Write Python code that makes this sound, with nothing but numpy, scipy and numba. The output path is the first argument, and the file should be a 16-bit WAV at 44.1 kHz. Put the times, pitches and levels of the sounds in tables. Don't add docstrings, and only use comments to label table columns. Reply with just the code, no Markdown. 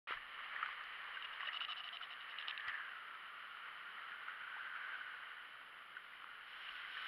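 import sys
import numpy as np
from scipy import signal
from scipy.fft import rfft, irfft
from scipy.io import wavfile
from scipy.ndimage import uniform_filter1d
from numba import njit

SR = 44100
rng = np.random.default_rng(int(sys.argv[2]) if len(sys.argv) > 2 else 0)


def waveform_to_disk(signal):
    frames = np.transpose(np.atleast_2d(signal))
    scaled = np.clip(frames, -1, 1) * 32767
    samples = np.round(scaled).astype(np.int16)
    wavfile.write(sys.argv[1], SR, samples)


N = 311787
T = np.arange(N) / SR

# (frequency [Hz], level [dB])
WATER_TONE = [(150, -37), (350, -30), (520, -20), (750, -16.5), (950, -11), (1200, 0.5), (1580, -3.5),
              (1850, 1), (2600, -8.5), (3020, -1.5), (3400, -15), (4200, -24), (5400, -41.5), (5950, -67)]
# (time [s], level [dB])
WASH_LEVELS = [(.16, -52), (.26, -55), (.45, -49.5), (.64, -47), (.75, -51), (1.45, -50), (1.8, -55.5),
               (2.25, -53), (2.76, -48), (2.98, -52.5), (3.42, -53.5), (3.62, -52), (4.42, -51),
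               (4.87, -47.5), (5.7, -58), (6.35, -56), (6.8, -52), (7.07, -49.5)]
# (time [s], pitch [Hz], level over the bubbling [dB])
SLOSH_PATH = [(.2, 1453, -14), (1.45, 1590, -10), (2.1, 1363, -10), (2.48, 1766, -2.5), (2.76, 1706, 2.5),
              (2.98, 1342, 0), (4.0, 1413, -1.5), (4.8, 1515, 4), (5.8, 1420, -4.5), (7.07, 1510, 0)]
# (start [s], length [s], bubbling [dB], foam [dB])
SPLASH_EVENTS = [(0.037, 0.15, -45.5, -51), (2.658, 0.063, -47, -54)]
# (frequency [Hz], level [dB])
SPRAY_TONE = [(2000, -6.5), (3100, 7.5), (4100, 1), (4700, -11.5), (5400, -6), (5900, -29), (6800, -22.5),
              (8000, -33), (10500, -14.5), (12500, -19.5), (15000, -31.5)]
# (frequency [Hz], level [dB])
SURF_TONE = [(70, -19), (130, -7), (200, -5), (330, -4.5), (440, -2), (800, 0.5), (1400, 1), (3000, -8),
             (6000, -42.5)]
# (time [s], level [dB])
GRIP_LEVELS = [(0, -83), (1.4, -85.5), (2.2, -90), (2.6, -89), (3.1, -93), (6.3, -90), (6.7, -82),
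               (7.07, -86)]
# (frequency [Hz], level [dB])
RUMBLE_TONE = [(10, -1), (28, 1), (55, -0.5), (100, -23), (400, -35), (1500, -87.5)]
# (start [s], length [s], level [dB])
BUMP_EVENTS = [(.135, .05, -66), (2.66, .04, -63)]
# (frequency [Hz], level [dB])
BUMP_TONE = [(10, -10), (28, 2), (60, -11), (150, -14.5), (400, -40), (1000, -102)]
# (frequency [Hz], level [dB])
HISS_TONE = [(5000, 2.5), (6000, -15.5), (6700, -9.5), (7300, -11), (8000, -21.5), (9000, -6), (10300, 0),
             (12500, 0.5), (15500, -7)]
# (pitch [Hz], level [dB])
WHINE_NOTES = [(9906, -106), (9982, -90.5), (10058, -92), (10134, -104)]
# (time [s], peak [dB], pitch [Hz], time to fade by 60 dB [s])
PLOP_EVENTS = [(0.107, -43.5, 466, 0.014), (.123, -32, 1280, 0.015), (.171, -40, 1740, 0.015),
               (.562, -33.5, 1780, .026), (.628, -27, 1316, 0.027), (0.66, -32.5, 1510, .017),
               (.688, -37, 1130, 0.019), (1.17, -37.5, 1540, .034), (1.405, -34, 1900, 0.021),
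               (1.431, -38.5, 1112, 0.052), (1.472, -53.5, 606, 0.069), (1.487, -33, 1855, .022),
               (1.613, -36, 1380, .015), (1.685, -38, 1225, 0.05), (2.013, -37.5, 1410, 0.026),
               (2.597, -37, 1820, .016), (2.682, -33, 1890, 0.031), (2.695, -33.5, 1900, 0.013),
               (2.741, -37, 1730, 0.03), (2.805, -39, 1420, 0.03), (4.283, -34.5, 1380, 0.011),
               (4.565, -47.5, 874, 0.035), (5.967, -38.5, 1490, .05), (6.133, -44, 1950, 0.023),
               (6.242, -37, 1400, 0.0058), (6.688, -40, 2850, .034), (6.969, -37.5, 1780, 0.037)]
# (frequency [Hz], level [dB])
TAP_TONE = [(200, -24.5), (700, -14), (1200, 9.5), (2000, 11), (3100, 4.5), (4200, -19.5), (5400, -22),
            (6000, -67), (6800, -28), (8000, -44.5), (11000, -39.5), (15000, -55)]
# (time [s], peak [dB])
TICK_EVENTS = [(.682, -55), (.728, -56), (.839, -52), (1.043, -55), (2.682, -44.5), (2.696, -58),
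               (3.925, -60)]
# (frequency [Hz], level [dB])
TICK_TONE = [(1000, -18), (3000, 20), (5000, 16), (5900, -10), (6700, 0), (8000, -21), (9500, -6),
             (11500, -25), (15000, -32.5)]
# (start [s], length [s], level of the gritty part [dB])
RASP_EVENTS = [(1.141, 0.021, -56.5), (1.243, 0.017, -52.5), (1.329, 0.011, -55), (1.404, 0.034, -56.5),
               (1.443, .053, -52.5), (1.524, 0.058, -48), (1.601, 0.05, -48), (1.682, 0.05, -48),
               (1.762, 0.051, -50.5), (1.834, 0.051, -52.5), (1.922, 0.042, -52.5), (2.008, 0.052, -54),
               (2.099, .044, -54.5), (2.2, 0.031, -57), (2.286, .045, -57), (2.39, 0.031, -55.5),
               (2.471, 0.039, -53)]
# (frequency [Hz], width [Hz], level [dB])
THROAT_BANDS = [(1248, 244, 0.5), (1900, 210, -4), (2876, 240, 6), (3240, 170, -5), (3680, 154, -3.5),
                (5150, 180, -20.5)]
# (time [s], level [dB], pitch [Hz])
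CATCH_EVENTS = [(1.223, -40, 3040), (1.247, -48, 2930), (1.474, -36.5, 2680), (1.605, -36, 2860),
                (1.648, -31.5, 2920), (1.720, -35, 2760), (1.73, -36.5, 2840), (1.888, -37.5, 3130),
                (1.969, -37, 2960), (2.385, -32, 2950), (2.398, -44, 2940), (2.411, -38.5, 3354),
                (2.424, -39, 3050), (2.482, -30.5, 2780), (2.495, -34.5, 3050), (2.509, -32, 2750),
                (2.576, -33, 2820), (2.604, -43, 3270)]
# (frequency [Hz], level [dB])
CATCH_TONE = [(500, -34.5), (1300, -5.5), (2200, -11), (2750, 12), (3300, -3.5), (3800, -8.5),
              (4600, -20.5), (5400, -28.5), (6100, -44.5)]
# (time [s], level [dB])
WAVE_LEVELS = [(6.3, -100), (6.5, -75), (6.72, -70.5), (6.84, -72.5), (6.95, -68), (7.07, -66.5)]


def undb(db):
    return 10 ** (np.asarray(db) / 20)


def unit(x):
    return x / np.sqrt(np.mean(x ** 2))


def add(out, start_s, x):
    i = int(start_s * SR)
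    out[i:i + len(x)] += x[:N - i]


def curve(points, column=1):
    return np.interp(T, np.array(points)[:, 0], np.array(points)[:, column])


def wander(per_second):
    hold = int(SR / per_second)
    steps = np.repeat(rng.standard_normal(N // hold + 1), hold)
    return 1.1 * uniform_filter1d(uniform_filter1d(steps, hold), hold)[:N]


def shape_tone(x, tone, size=8192):
    hz, db = np.transpose(tone)
    gain = undb(np.interp(np.log(np.fft.rfftfreq(size, 1 / SR) + 1), np.log(hz), db))
    cepstrum = irfft(np.log(gain))
    cepstrum[1:size // 2] *= 2
    cepstrum[size // 2 + 1:] = 0
    response = irfft(np.exp(rfft(cepstrum)))
    return signal.fftconvolve(x, response / np.linalg.norm(response))[:len(x)]


@njit
def resonate(x, hz, width_hz):
    out, band_state, low_state = np.empty(len(x)), 0., 0.
    for i in range(len(x)):
        tuning, damping = np.tan(np.pi * hz[i] / SR), width_hz / hz[i]
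        band = (band_state + tuning * (x[i] - low_state)) / (1 + tuning * (tuning + damping))
        band_state = 2 * band - band_state
        low_state += 2 * tuning * band
        out[i] = damping * band
    return out


def muffle(x, edge_hz=5450):
    return signal.sosfilt(signal.butter(24, edge_hz, fs=SR, output="sos"), x)


def bubbles(per_second, spread_db, rush_db):
    size = undb(spread_db * np.minimum(rng.exponential(size=N), 4))
    bursts = (rng.random(N) < per_second / SR) * size * rng.choice([-1, 1], N)
    return unit(unit(bursts) + undb(rush_db) * rng.standard_normal(N))


def wash(calm_db=-53, calm_foam_db=-59.5, foam_growth=.7, foam_over_spray_db=15):
    low, high = (signal.butter(4, 2450, kind, fs=SR, output="sos") for kind in ("low", "high"))
    bubbling = shape_tone(bubbles(per_second=1300, spread_db=3.5, rush_db=1.5), WATER_TONE)
    bubbling = unit(signal.sosfilt(low, bubbling))
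    foam = shape_tone(bubbles(per_second=2400, spread_db=2, rush_db=0), WATER_TONE)
    foam = unit(signal.sosfilt(high, foam))
    slosh_hz, slosh_db = curve(SLOSH_PATH), curve(SLOSH_PATH, column=2)
    slosh = bubbles(per_second=770, spread_db=3, rush_db=-.5)
    slosh = unit(muffle(resonate(resonate(slosh, slosh_hz, 230.), slosh_hz, 350.)))
    bubbling_db = curve(WASH_LEVELS) - 10 * np.log10(1 + undb(slosh_db) ** 2)
    foam_db = calm_foam_db + foam_growth * (bubbling_db - calm_db)
    foam_gain = np.hypot(undb(foam_db), undb(curve(WAVE_LEVELS) + foam_over_spray_db))
    splash_bubbling, splash_foam = splash_swells()
    water = bubbling * np.hypot(undb(bubbling_db), splash_bubbling)
    water += slosh * undb(bubbling_db + slosh_db)
    foam *= np.hypot(foam_gain, splash_foam)
    return water * undb(.7 * wander(22)) + foam * undb(.49 * wander(25))


def splash_swells():
    bubbling, foam = np.zeros(N), np.zeros(N)
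    for start, length, bubbling_db, foam_db in SPLASH_EVENTS:
        swell = np.hanning(int(length * SR))
        add(bubbling, start, undb(bubbling_db) * swell)
        add(foam, start, undb(foam_db) * swell)
    return bubbling, foam


def fizz():
    spray = shape_tone(bubbles(per_second=1200, spread_db=5, rush_db=-2), SPRAY_TONE)
    return undb(1.2 * wander(30)) * spray


def splash_spray(over_foam_db=-15.5):
    _, foam_gain = splash_swells()
    return undb(over_foam_db) * foam_gain * fizz()


def surf(level_db=-69.5):
    return undb(level_db + .66 * wander(3.4)) * shape_tone(rng.standard_normal(N), SURF_TONE)


def handling():
    pushes = np.zeros(N)
    for start, length, db in BUMP_EVENTS:
        count = int(length * SR)
        add(pushes, start, undb(db) * np.hanning(count) * rng.standard_normal(count))
    rumble = undb(curve(GRIP_LEVELS)) * shape_tone(rng.standard_normal(N), RUMBLE_TONE)
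    return shape_tone(pushes, BUMP_TONE) + rumble


def electronics(hiss_db=-82):
    whine = sum(np.sqrt(2) * undb(db) * np.sin(2 * np.pi * (hz * T + rng.random()))
                for hz, db in WHINE_NOTES)
    return whine + undb(hiss_db) * shape_tone(rng.standard_normal(N), HISS_TONE)


def crack(decay_s, tone):
    t = T[:SR // 8]
    burst = shape_tone(rng.standard_normal(len(t)) * np.exp(-t / decay_s), tone)
    return burst / abs(burst).max()


def tap(hz, ring_s, rise_s, crack_s, crack_db, glide, tone):
    t = T[:SR // 8]
    ring = np.sin(2 * np.pi * hz * (t + glide * t ** 2 / ring_s))
    ring *= np.exp(-np.log(1000) * t / ring_s) * (1 - np.exp(-(t / rise_s) ** 2))
    both = ring / abs(ring).max() + undb(crack_db) * crack(crack_s, tone)
    return both / abs(both).max()


def plop(hz, ring_s):
    return tap(hz, ring_s, rise_s=.0012, crack_s=.21 * ring_s, crack_db=-6, glide=.016, tone=TAP_TONE)


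def close_drops():
    out = np.zeros(N)
    for start, db, hz, ring_s in PLOP_EVENTS:
        add(out, start, undb(db) * plop(hz, ring_s))
    for start, db in TICK_EVENTS:
        add(out, start, undb(db) * crack(decay_s=.00063, tone=TICK_TONE))
    return out


def drips(per_second=6, over_wash_db=6.5, spread_db=4, middle_hz=1552, spread_octaves=.4):
    out, wash_db = np.zeros(N), curve(WASH_LEVELS)
    for when, size, pitch in rng.random((int(per_second * N / SR), 3)):
        i = int(when * N)
        db = wash_db[i] + over_wash_db + spread_db * (2 * size - 1)
        hz = middle_hz * 2 ** (spread_octaves * (2 * pitch - 1))
        add(out, T[i], undb(db) * plop(hz, ring_s=.02))
    return out


def throat_band(x, hz, width_hz):
    centre = hz * np.ones(len(x))
    return resonate(resonate(x, centre, 1.5 * width_hz), centre, 1.5 * width_hz)


def rasps(widest_mouth_s=1.93, flutter_hz=165, whistle_hz=2937, low_hz=735, rise_s=.0016, fall_s=.005):
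    out = np.zeros(N)
    for start, length, db in RASP_EVENTS:
        t = T[:int((length + .04) * SR)]
        unsteady = wander(200)[:len(t)]
        cycles = np.cumsum(flutter_hz * np.exp(.2 * unsteady)) / SR
        fade = np.clip(t / rise_s, 0, 1) * np.clip((length - t) / fall_s, 0, 1)
        puffs = np.exp(-(cycles % 1) / .31) * rng.standard_normal(len(t)) * fade
        from_widest_s = start - widest_mouth_s
        arch = np.sin(np.pi * np.clip(t / length, 0, 1))
        lift = 1.02 - .0798 * abs(from_widest_s) + .018 * arch
        grit = muffle(sum(undb(band_db) * throat_band(puffs, hz * lift, width)
                          for hz, width, band_db in THROAT_BANDS))
        pitch = whistle_hz * (lift + .0095 * unsteady)
        whistle = np.sin(2 * np.pi * np.cumsum(pitch) / SR)
        whistle *= np.sqrt(arch) * undb(3.6 * wander(260)[:len(t)])
        whistle_db = -6.5 - 12 * from_widest_s
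        low_note = throat_band(puffs, low_hz, width_hz=65)
        low_db = -13.5 - 25.5 * abs(from_widest_s)
        voice = unit(grit) + undb(whistle_db) * unit(whistle) + undb(low_db) * unit(low_note)
        add(out, start, undb(db) * voice * np.sqrt(length * SR / len(t)))
    return out


def catches(upper_hz=3750, upper_db=-9):
    out = np.zeros(N)
    for start, db, ring_hz in CATCH_EVENTS:
        for hz, band_db in ((ring_hz, -1), (upper_hz, upper_db)):
            pulse = tap(hz, ring_s=.012, rise_s=.0008, crack_s=.0022, crack_db=-1, glide=0,
                        tone=CATCH_TONE)
            add(out, start, undb(db + band_db) * pulse)
    return muffle(out)


def breaking_wave():
    return undb(curve(WAVE_LEVELS)) * fizz()


def scene():
    background = wash() + splash_spray() + surf() + handling() + electronics()
    return (background + close_drops() + drips() + rasps() + catches() + breaking_wave())[None]


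def record(dry, start_s=.072, top_hz=15700):
    switch_on = np.clip((T - start_s) * 1000, 0, 1)
    return signal.sosfilt(signal.ellip(10, .2, 70, top_hz, fs=SR, output="sos"), dry * switch_on)


dry = scene()
out = record(dry)
waveform_to_disk(out)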